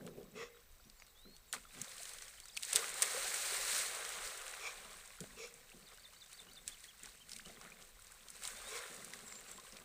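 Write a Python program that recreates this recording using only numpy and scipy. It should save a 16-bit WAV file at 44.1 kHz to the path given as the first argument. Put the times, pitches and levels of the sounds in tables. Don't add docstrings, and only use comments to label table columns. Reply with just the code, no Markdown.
import sys
import numpy as np
from scipy import signal
from scipy.fft import rfft, irfft
from scipy.io import wavfile
from scipy.ndimage import uniform_filter1d

SR = 44100
rng = np.random.default_rng(int(sys.argv[2]) if len(sys.argv) > 2 else 0)


def digitize_waveform(pressure):
    field = np.atleast_2d(pressure).T
    bounded = np.clip(field, -1, 1)
    quanta = np.round(bounded * 32767).astype(np.int16)
    wavfile.write(sys.argv[1], SR, quanta)


N = 433944


def amp(db):
    return 10 ** (np.asarray(db) / 20)


def rms_one(x):
    return x / np.sqrt(np.mean(x ** 2) + 1e-20)


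def in_time(rows):
    s, *columns = np.transpose(rows)
    return [np.interp(np.arange(N) / SR, s, c) for c in columns]


def drift(rate_hz):
    r = np.exp(-2 * np.pi * rate_hz * 20 / SR)
    noise = rng.standard_normal(N // 20 + 3002)
    slow = signal.lfilter([1], [1, -2 * r, r * r], noise)[3000:]
    return np.interp(np.arange(N) / 20, np.arange(len(slow)), rms_one(slow - slow.mean()))


def narrow(hz, width_hz):
    phase = 2 * np.pi * np.cumsum(hz) / SR
    return drift(width_hz)[:len(hz)] * np.cos(phase) + drift(width_hz)[:len(hz)] * np.sin(phase)


def colour(x, spectrum):
    hz, db = np.transpose(spectrum)
    grid_hz = np.maximum(np.arange(4097) * SR / 8192, 5)
    cepstrum = irfft(np.log(amp(np.interp(np.log(grid_hz), np.log(hz), db))))
    cepstrum[1:4096] *= 2
    cepstrum[4097:] = 0
    response = irfft(np.exp(rfft(cepstrum)))
    return rms_one(signal.fftconvolve(x, response)[:N])


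def grains(per_s, spread_db, low_hz, high_hz, cycles, count):
    sizes = amp(spread_db * np.minimum(rng.exponential(1, N), 5)) * rng.choice([-1, 1], N)
    clicks = sizes * (rng.random(N) < per_s / SR)
    dealt = rng.integers(0, count, N)
    out = 0
    for k, hz in enumerate(np.geomspace(low_hz, high_hz, count)):
        r = amp(-60 * hz / cycles / SR)
        w = 2 * np.pi * hz / SR
        ring = signal.lfilter([1], [1, -2 * r * np.cos(w), r * r], clicks * (dealt == k) + 1e-18)
        out = out + hz / high_hz * ring * np.sin(w)
    return rms_one(out)


def add(out, s, hz, gain):
    i = round(s * SR)
    out[i:i + len(hz)] += gain * np.sin(2 * np.pi * np.cumsum(hz) / SR)


def swell(start_s, end_s, rise_s, fall_s):
    t = np.arange(N) / SR
    return -10 * (np.maximum(start_s - t, 0) / rise_s + np.maximum(t - end_s, 0) / fall_s)


def background():
    # frequency in Hz, relative level in dB per Hz.
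    air_spectrum, lower_spectrum, upper_spectrum = [(12, -20), (20, 6.5), (70, -14), (319, -22),
                                                    (485, -24.5), (802, -23.5), (897, -19), (1220, -24),
                                                    (1660, -26.5), (6360, -28.5), (7730, -45),
                                                    (10200, -33.5), (16000, -21.5)], [(50, -39), (110, -8.5), (190, 1.5),
                                                                 (260, -0.5), (340, -8.5), (500, -59)], [(200, -43), (340, 0.5),
                                                                               (450, 0.5), (650, -12.5),
                                                                               (850, -19), (1300, -38.5)]
    # start in s, length in s, first level in dB, last level in dB,
    # upper rumble against it in dB.
    thumps_and_gusts = [(0.0, 0.087, -58, -59, 2), (0.113, 0.048, -52, -56.5, 1.5),
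                        (0.177, 0.038, -53, -60, 6), (0.223, 0.21, -61.5, -63.5, -1.5),
                        (0.86, 0.052, -64, -77, -10), (1.255, 0.13, -62.5, -79, -4.5),
                        (1.535, 0.13, -63, -77, -8), (1.735, 0.073, -69, -54, -7),
                        (2.556, .06, -73, -80, -13), (2.745, 0.18, -63.5, -74, 6),
                        (2.88, 1.4, -75.5, -77, 2), (4.77, 0.19, -76, -75, -16),
                        (5.213, 0.034, -53, -61, -6), (5.263, 0.44, -69, -78, -10),
                        (5.745, 0.1, -60.5, -74, -1.5), (6.423, 0.33, -69, -77, -5),
                        (7.031, 0.065, -66, -76, -4), (7.12, 0.41, -77, -68, -11),
                        (7.456, 0.5, -63, -78.5, -2), (8.2, 0.48, -80, -71, -6),
                        (8.904, 0.74, -64, -72.5, -2), (9.737, 0.11, -63, -72, -2)]
    # frequency in Hz, mean level in dB.
    whine = [(7750, -81.5), (3820, -83)]
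    air_db, calm_db = -63.5, -86
    deep_hz, lumps_db, lumps_rate_hz = 94, 4.0, 3.6
    rumble_rise_s, rumble_fall_s = 0.0066, 0.023

    air = amp(air_db) * colour(rng.standard_normal(N), air_spectrum)
    deep = signal.sosfilt(signal.butter(2, deep_hz, fs=SR, output="sos"), air)
    air = air + (amp(lumps_db * drift(lumps_rate_hz) + 0.5) - 1) * deep

    lower, upper = np.full((2, N), amp(2 * calm_db))
    for s, length_s, first_db, last_db, upper_db in thumps_and_gusts:
        level_db = np.interp(np.arange(N) / SR, [s, s + length_s], [first_db, last_db])
        power = amp(2 * (level_db + swell(s, s + length_s, rumble_rise_s, rumble_fall_s)))
        lower = lower + power
        upper = upper + amp(2 * upper_db) * power
    rumble = np.sqrt(lower) * colour(rng.standard_normal(N), lower_spectrum)
    rumble = rumble + np.sqrt(upper) * colour(rng.standard_normal(N), upper_spectrum)

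    flicker_db = 3.5 * drift(20)
    tones = sum(amp(db + flicker_db) * narrow(np.full(N, hz), 40.) for hz, db in whine)
    return air + amp(3.15 * drift(25.0)) * rumble + tones


def birds():
    # start in s, length in s, start pitch in Hz, end pitch in Hz,
    # arch above the straight glide in Hz, level in dB.
    whistles = [(0.803, .026, 4380, 5500, 50, -72), (0.829, .06, 5470, 6200, -80, -78),
                (0.96, .095, 7800, 5450, -100, -71), (0.975, 0.075, 4250, 4900, 200, -75),
                (1.07, .035, 4500, 3900, 10, -74), (1.152, 0.22, 3290, 4390, 233.5, -68),
                (1.405, 0.14, 4220, 4150, 300, -80), (1.478, .058, 7750, 6350, 60, -68),
                (1.662, 0.1, 3290, 4200, 28, -71), (2.374, .012, 3200, 2900, -4, -61),
                (2.435, .011, 4400, 4700, 0, -59), (2.466, .014, 3900, 3750, 0, -66),
                (2.485, 0.0085, 5200, 4730, 0, -58), (2.496, .009, 3900, 3320, 0, -59),
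                (2.518, .012, 4900, 4600, 0, -63), (2.534, .01, 5000, 5500, 0, -63),
                (2.552, 0.014, 4640, 4170, 0, -57), (6.99, 0.036, 3370, 3900, -1000, -69),
                (7.156, 0.03, 3400, 3920, -1100, -68), (8.545, .045, 3400, 3730, 0, -64),
                (8.64, 0.055, 3480, 3880, 2, -58)]
    # start in s, turns, centre in Hz, swing in Hz, level of low notes in dB.
    trills = [(9.257, 1.4, 7650, 280, -57), (9.308, 2.5, 7360, 280, -56), (9.468, 1.5, 7650, 380, -60),
              (9.526, 1.5, 7600, 220, -62)]
    # time from phrase start in s, pitch in Hz, relative level in dB.
    phrase = [
        [(-.034, 2800, -16), (-.022, 2960, -9), (-.01, 3120, -13)],
        [(0, 3600, -2), (.008, 4540, -2), (.022, 4560, -9)],
        [(.04, 4960, -2.5), (.052, 4300, 0), (.062, 3560, 2), (.075, 3540, -4.5), (.086, 3750, -3)],
    ]
    # start in s, level in dB.
    phrases = [(5.82, -67.5), (5.993, -62.5), (6.162, -62), (6.335, -58), (6.512, -59)]
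    # time from its start in s, pitch in Hz, relative level in dB.
    arch = [(0, 3000, -12), (.012, 3540, -2), (.025, 3450, -6), (.04, 2850, -9)]
    # start in s, pitch ratio, level in dB.
    arches = [(6.712, 1.0, -56), (6.875, .96, -57.5), (7.2, 0.9, -60), (7.445, 0.86, -58.5)]
    whistle_ends_db = -3.5
    trill_turn_s, trill_top_db = .037, -2

    u = np.linspace(0, 1, 9)
    bow = np.sin(np.pi * u)
    notes = []
    for s, length_s, start_hz, end_hz, arch_hz, db in whistles:
        glide_hz = start_hz + (end_hz - start_hz) * u + arch_hz * bow
        notes.append(np.transpose([s + length_s * u, glide_hz, db + whistle_ends_db * (1 - bow)]))
    for s, turns, hz, swing_hz, db in trills:
        notes.append([(s + k * trill_turn_s / 2, hz + (-1) ** k * swing_hz, db + trill_top_db * (1 - k % 2))
                      for k in range(round(2 * turns) + 1)])
    notes += [np.add(note, [s, 0, db]) for s, db in phrases for note in phrase]
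    notes += [np.multiply(arch, [1, ratio, 1]) + [s, 0, db] for s, ratio, db in arches]

    out = np.zeros(N)
    for note in notes:
        s, hz, db = np.transpose(note)
        t = np.arange(s[0], s[-1], 1 / SR)
        fade = np.clip(np.minimum(t - s[0], s[-1] - t) / 0.0008, 0, 1)
        pitch_hz = uniform_filter1d(np.interp(t, s, hz), size=200)
        add(out, s[0], pitch_hz, np.sqrt(2) * fade * amp(np.interp(t, s, db)))
    echo = amp(-15) * np.roll(out, round(0.024 * SR))
    return out * amp(2.6 * drift(40)) + echo


def huffs():
    # peak in s, hollow tone in dB, breath in dB, mouth in Hz, mouth in dB, nose in dB,
    # extra hiss in dB.
    huff_rows = [(0.425, -49.5, -56.5, 2010, -52.5, -58, 3.5), (4.674, -60.5, -57, 2340, -45.5, -58, 10),
                 (5.441, -54, -61.5, 2286, -54, -58, 12), (8.772, -54, -56, 2180, -51, -62, 5.5)]
    # time from peak in s, hollow tone in Hz, hollow tone in dB, breath in dB,
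    # mouth pitch ratio, mouth in dB, nose in Hz, nose in dB; levels add to those of the huff.
    course = [(-.092, 405, -3, -24, 1.03, -21, 2650, -7), (-.058, 427, -1.5, -7, 1.04, -11.5, 2630, -2.5),
              (0, 475, 1, -1, 1.0, 2, 2590, -0.5), (.05, 482, -14, -13, 1.01, -21, 2600, -12),
              (.1, 470, -17, -38, 1.02, -19, 2620, -25), (.2, 480, -17, -16, 1.02, -26, 2620, -35)]
    # frequency in Hz before throat_ratio, width in Hz likewise, level in dB.
    throat = [(1196, 370, 4), (3600, 210, 1.5), (4240, 240, -3), (5800, 400, -4), (7300, 530, -7.5)]
    throat_ratio = 0.947
    hollow_width_hz, mouth_width_hz = 71, 146

    out = np.zeros(N)
    s, *columns = np.transpose(course)
    t = np.arange(s[0], s[-1], 1 / SR)
    curves = [np.interp(t, s, c) for c in columns]
    hollow_hz, hollow_shape_db, breath_shape_db, mouth_ratio, mouth_shape_db, nose_hz, nose_shape_db = curves
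    fade = np.clip(np.minimum(t - s[0], s[-1] - t) / 0.031, 0, 1)
    for peak_s, hollow_db, breath_db, mouth_hz, mouth_db, nose_db, hiss_db in huff_rows:
        air = rng.standard_normal(len(t)) * amp(0.74 * drift(70)[:len(t)])
        upper = 0
        for k, (hz, width_hz, db) in enumerate(throat):
            b, a = signal.iirpeak(hz * throat_ratio, hz / width_hz, fs=SR)
            upper = upper + (-1) ** k * amp(db) * signal.lfilter(b, a, air)
        breath = amp(breath_db + breath_shape_db + 7.0) * rms_one(upper)
        hiss = signal.lfilter(*signal.butter(2, 4700, "high", fs=SR), breath)
        steady = np.sqrt(2) * np.cos(2 * np.pi * np.cumsum(hollow_hz) / SR)
        hollow = 0.81 * steady + 0.65 * narrow(hollow_hz, hollow_width_hz)
        breath += (amp(hiss_db) - 1) * hiss + amp(hollow_db + hollow_shape_db) * hollow
        breath += amp(mouth_db + mouth_shape_db) * narrow(mouth_hz * mouth_ratio, mouth_width_hz)
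        breath += amp(nose_db + nose_shape_db) * narrow(nose_hz, mouth_width_hz)
        i = round((peak_s + s[0]) * SR)
        out[i:i + len(t)] += breath * fade
    return out


def plops():
    # start in s, start pitch in Hz, rise in octaves per half t60, peak in dB, t60 in s.
    bubbles = [(1.565, 2160, 0.11, -35, 0.0058), (1.652, 1310, .1, -46.5, 0.022),
               (2.002, 670, 0.11, -49, 0.042), (2.574, 2530, 0.043, -29.5, 0.017),
               (2.791, 453, 0.073, -41.5, 0.13), (2.826, 1180, .1, -38, 0.056),
               (3.145, 475, 0.22, -41, 0.17), (3.175, 523, 0.092, -37, 0.08),
               (3.522, 407, 0.073, -44.5, 0.075), (5.24, 595, 0.17, -43, 0.018),
               (5.718, 2360, 0.9, -48.5, 0.024), (7.055, 1590, .1, -56, 0.041),
               (7.362, 2280, .1, -47, 0.024), (6.845, 1860, .2, -50, .03), (7.395, 1310, 4, -45.5, 0.063),
               (7.497, 636, 0.18, -49, 0.04), (7.66, 1350, .1, -51, .04), (7.628, 1430, .1, -52, 0.036),
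               (7.72, 2340, .2, -44.5, 0.031), (8.836, 1760, 0.15, -41, 0.036),
               (9.135, 1955, .1, -33.5, 0.011), (9.322, 2080, .1, -39, 0.014),
               (9.583, 1027, 0.11, -46, 0.061)]
    out = np.zeros(N)
    for s, hz, rise, peak_db, t60_s in bubbles:
        t = np.arange(round(t60_s * SR)) / SR
        gain = amp(peak_db - 60 * t / t60_s) * np.minimum(t / 0.00071, 1)
        add(out, s, hz * 2 ** (rise * 2 * t / t60_s), gain)
    return out


def stir():
    # time in s, spray in dB, churn in dB.
    steady = [(0.0, -74, -67.5), (0.25, -73.5, -75), (1.47, -71, -77.5), (1.68, -66, -75),
              (1.77, -56.5, -60.5), (2.1, -52, -62.5), (2.25, -58, -63.5), (2.55, -64, -70.5),
              (2.7, -47, -62), (2.725, -48, -51.5), (2.93, -52, -51.5), (3.08, -43.5, -48.5),
              (3.7, -41.5, -49.5), (3.93, -47, -49), (4.3, -50.5, -52.5), (4.9, -57.5, -57),
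              (5.15, -61, -65), (6.0, -65, -68.5), (7.25, -66, -75), (7.5, -69, -67), (8.0, -66, -71),
              (8.39, -60.5, -66.5), (8.55, -56, -57), (8.85, -54, -53), (9.05, -57, -60.5),
              (9.84, -65, -65)]
    # peak in s, spray in dB, churn in dB,
    # rise in s per 10 dB, fall in s per 10 dB.
    surges = [(0.08, -79, -69.5, 0.026, 0.027), (0.185, -86, -73, 0.042, .06),
              (1.539, -41, -45, 0.0028, .013), (1.55, -56, -57.5, .01, 0.073),
              (2.575, -56, -70, 0.014, .05), (2.644, -50.5, -63, 0.033, 0.15),
              (2.762, -37.5, -45.5, 0.015, 0.085), (2.83, -54, -51, 0.059, 0.16),
              (3.022, -27.5, -40, 0.0017, 0.013), (3.035, -41.5, -48.5, 0.067, 0.033),
              (3.258, -46, -49, 0.19, 0.039), (3.357, -40.5, -52, 0.056, 0.03),
              (3.557, -41.5, -56.5, 0.1, 0.16), (3.767, -36.5, -47.5, 0.058, 0.1),
              (4.259, -48, -57.5, 0.074, 0.088), (5.243, -64, -68, 0.053, 0.051),
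              (5.927, -66, -60.5, 0.045, 0.024), (6.33, -60.5, -69, 0.065, .05),
              (6.415, -66, -62.5, .06, 0.074), (6.58, -67, -63, 0.045, 0.036),
              (6.689, -53.5, -65, 0.029, 0.056), (6.854, -58, -71, 0.1, 0.049),
              (7.054, -58.5, -61, .06, 0.098), (7.31, -56, -77, .03, 0.16),
              (7.493, -61.5, -62, 0.044, 0.19), (7.643, -60.5, -57.5, 0.066, 0.075),
              (7.817, -62.5, -64, .06, 0.086), (8.057, -67, -67, .05, 0.14),
              (8.356, -57, -61, 0.021, 0.032), (8.45, -46.5, -53.5, 0.028, 0.077),
              (8.76, -51.5, -62, 0.17, 0.081), (9.149, -62, -60.5, .04, 0.046),
              (9.389, -64, -68.5, 0.2, 0.023), (9.498, -58, -58, .06, 0.066),
              (9.653, -60.5, -68, 0.022, 0.098), (9.758, -64, -61.5, 0.093, .08)]
    power = amp(2 * np.array(in_time(steady)))
    for s, spray_db, churn_db, rise_s, fall_s in surges:
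        power += amp([[2 * spray_db], [2 * churn_db]]) * amp(2 * swell(s, s, rise_s, fall_s))
    return 10 * np.log10(power)


def water(spray_db, churn_db):
    # frequency in Hz, relative level in dB per Hz.
    spray_spectrum, churn_spectrum = [(880, -29.5), (1500, -4.5), (2140, -2.5), (2610, -6), (3250, -10),
                                      (4120, -3), (5070, -7), (7240, -3.5), (8400, 0.5), (9370, -5),
                                      (12500, -15.5), (15100, -6.5), (16000, -80)], [(180, -53), (300, -14.5), (400, -5), (516, 0),
                                                     (680, -4.5), (796, -2), (896, -1.5), (1040, -1),
                                                     (1480, -0.5), (2770, -8), (4000, -4), (5200, -34),
                                                     (8800, -120)]
    spray_per_s = 250 + 6000 * amp(.8 * (spray_db + 45))
    churn_per_s = 120 + 5000 * amp(1.2 * (churn_db + 52))
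    crackle = grains(spray_per_s * amp(2.0 * drift(16)), 3.2, 2040, 10640, cycles=13.6, count=14)
    crackle = crackle / np.sqrt(spray_per_s)
    bubbles = grains(churn_per_s * amp(2.0 * drift(15)), 3.55, 364.4, 3660, cycles=24.0, count=20)
    bubbles = bubbles / np.sqrt(churn_per_s)
    spray = rng.standard_normal(N) + 0.72 * rms_one(crackle)
    churn = rng.standard_normal(N) + .9 * rms_one(bubbles)
    spray = amp(spray_db + 0.82 * drift(33.0)) * colour(spray, spray_spectrum)
    return spray + amp(churn_db + 0.33 * drift(7.6)) * colour(churn, churn_spectrum)


def slaps(spray_db):
    # time in s, level before the final mix in dB,
    # depth (0 treble, 1 middle, 2 low).
    clear_slaps = [(0.0652, -40, 0.58), (0.0754, -39, 2.2), (0.0864, -50, 1.3), (0.23, -53, 1.2),
                   (0.8987, -45, 0.86), (0.9992, -43.5, 1.54), (1.0214, -43, 1.8), (1.066, -51, 1.1),
                   (1.365, -45.5, 0.82), (1.5276, -24, 0.36), (1.5343, -27.5, 1.9), (1.8158, -29, 0.2),
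                   (1.8441, -35, 1.5), (1.8926, -42, -0.26), (1.9805, -38, 1), (2.0318, -37, 0.1),
                   (2.0542, -33, 1.13), (2.147, -42, 1.6), (2.185, -38, 0.92), (2.2218, -30.5, 1.58),
                   (2.2812, -41, 1.1), (2.4009, -37.5, 0.63), (2.4558, -42, 0.41), (2.4833, -44, 0.1),
                   (2.5675, -30, 1.14), (2.5722, -25.5, 0.63), (2.626, -33, 0.4), (2.632, -24.5, 0.62),
                   (2.7281, -27, 0.8), (2.7304, -18.5, 0.5), (2.753, -26, 0.34), (2.7587, -12, 0.54),
                   (2.764, -22, 0.51), (2.9407, -33.5, 0.3), (3.0213, -16, 0.3), (3.026, -22, -0.17),
                   (3.3424, -27, 0.4), (4.2742, -31, 1.3), (5.1047, -43, 1.9), (5.2048, -31.5, 0.55),
                   (5.24, -38.5, 2.43), (6.33, -39, 0.5), (6.4687, -43, 2.4), (6.6779, -25, 0.55),
                   (6.8403, -39, 0.86), (7.0334, -40, 0.0), (7.0578, -36.5, 1.35), (7.2938, -39, 0.71),
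                   (7.3168, -33, 1.1), (7.3328, -36, 0.9), (7.363, -38.5, 0.46), (7.3873, -40, 0.66),
                   (7.4589, -40.5, 1.2), (7.6128, -38, 1.5), (7.8237, -43, 1.1), (8.0208, -46, 0.4),
                   (8.0686, -44, 1.2), (8.1194, -43.5, 0.17), (8.2846, -40, 0.87), (8.302, -34.5, -0.46),
                   (8.422, -35, 1.7), (8.436, -33, 0.54), (8.4516, -32, 0.93), (8.4754, -30, 0.44),
                   (8.572, -41, 0.47), (9.0457, -35.5, 0.32), (9.1358, -36.5, 1), (9.19, -41, 0.96),
                   (9.2804, -39, 1.5), (9.3242, -37, 1.4), (9.3548, -41, 0.73), (9.5136, -37, 0.1),
                   (9.598, -40, 1.4), (9.723, -41, 1.13), (9.769, -40, 0.82)]
    # lower edge in Hz, upper edge in Hz.
    bands_hz = [(5280, 9480), (2600, 6300), (780, 2900)]
    rise_s, t60_s, crack_gain = .001, .018, 1.08
    narrow_db, broad_db = 16, -30
    drop_count, drop_db, drop_follows, drop_spread_db = 45, -46.5, 0.9, 1
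    quiet_spray_db = -62

    bursts, cracks = np.zeros((2, 3, N + SR))
    white = rng.choice([-1., 1.], N)
    t = np.arange(SR // 8) / SR
    shape = np.minimum(t / rise_s, 1) ** 2 * amp(-60 * np.maximum(t - rise_s, 0) / t60_s)
    drops = []
    for when, size, depth in rng.random((drop_count, 3)):
        swing_db = spray_db[int(when * N)] - quiet_spray_db
        level_db = drop_db + drop_follows * swing_db + drop_spread_db * (2 * size - 1)
        drops.append((0.011 + when * (N / SR - .02), level_db, 2 * depth))

    for s, level_db, depth in list(clear_slaps) + drops:
        shares_db = np.maximum(-narrow_db * (np.arange(3) - depth) ** 2, broad_db)
        gains = amp(level_db + shares_db)
        i = round((s - rise_s / 2) * SR)
        bursts[:, i:i + len(t)] += gains[:, None] * shape
        cracks[:, round((s + rise_s / 2) * SR)] += gains

    out = 0
    for burst, crack, band in zip(bursts, cracks, bands_hz):
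        sos = signal.butter(2, band, "band", fs=SR, output="sos")
        share = (band[1] - band[0]) / (SR / 2)
        source = 0.63 * burst[:N] * white / np.sqrt(share) + crack_gain * crack[:N] / share
        out = out + signal.sosfilt(sos, source + 1e-18)
    treble_peak = signal.lfilter(*signal.iirpeak(8500, 3.5, fs=SR), out)
    top = signal.lfilter(*signal.iirpeak(14800, 6.0, fs=SR), bursts[0, :N] * white)
    return 0.56 * out + 0.7 * treble_peak + .5 * top


def scene():
    spray_db, churn_db = stir()
    return (water(spray_db, churn_db) + slaps(spray_db) + plops() + huffs() + birds() + background())[None]


def record(dry):
    # centre in Hz, width in Hz.
    notches = [(300, 77), (905, 118)]
    dry = signal.lfilter(*signal.butter(1, 25, "high", fs=SR), dry)
    for hz, width_hz in notches:
        dry = signal.lfilter(*signal.iirnotch(hz, hz / width_hz, fs=SR), dry)
    stop_edge_hz = 16008.5
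    return signal.sosfilt(signal.cheby2(14, 60, stop_edge_hz, fs=SR, output="sos"), dry)


dry = scene()
out = record(dry)
digitize_waveform(out)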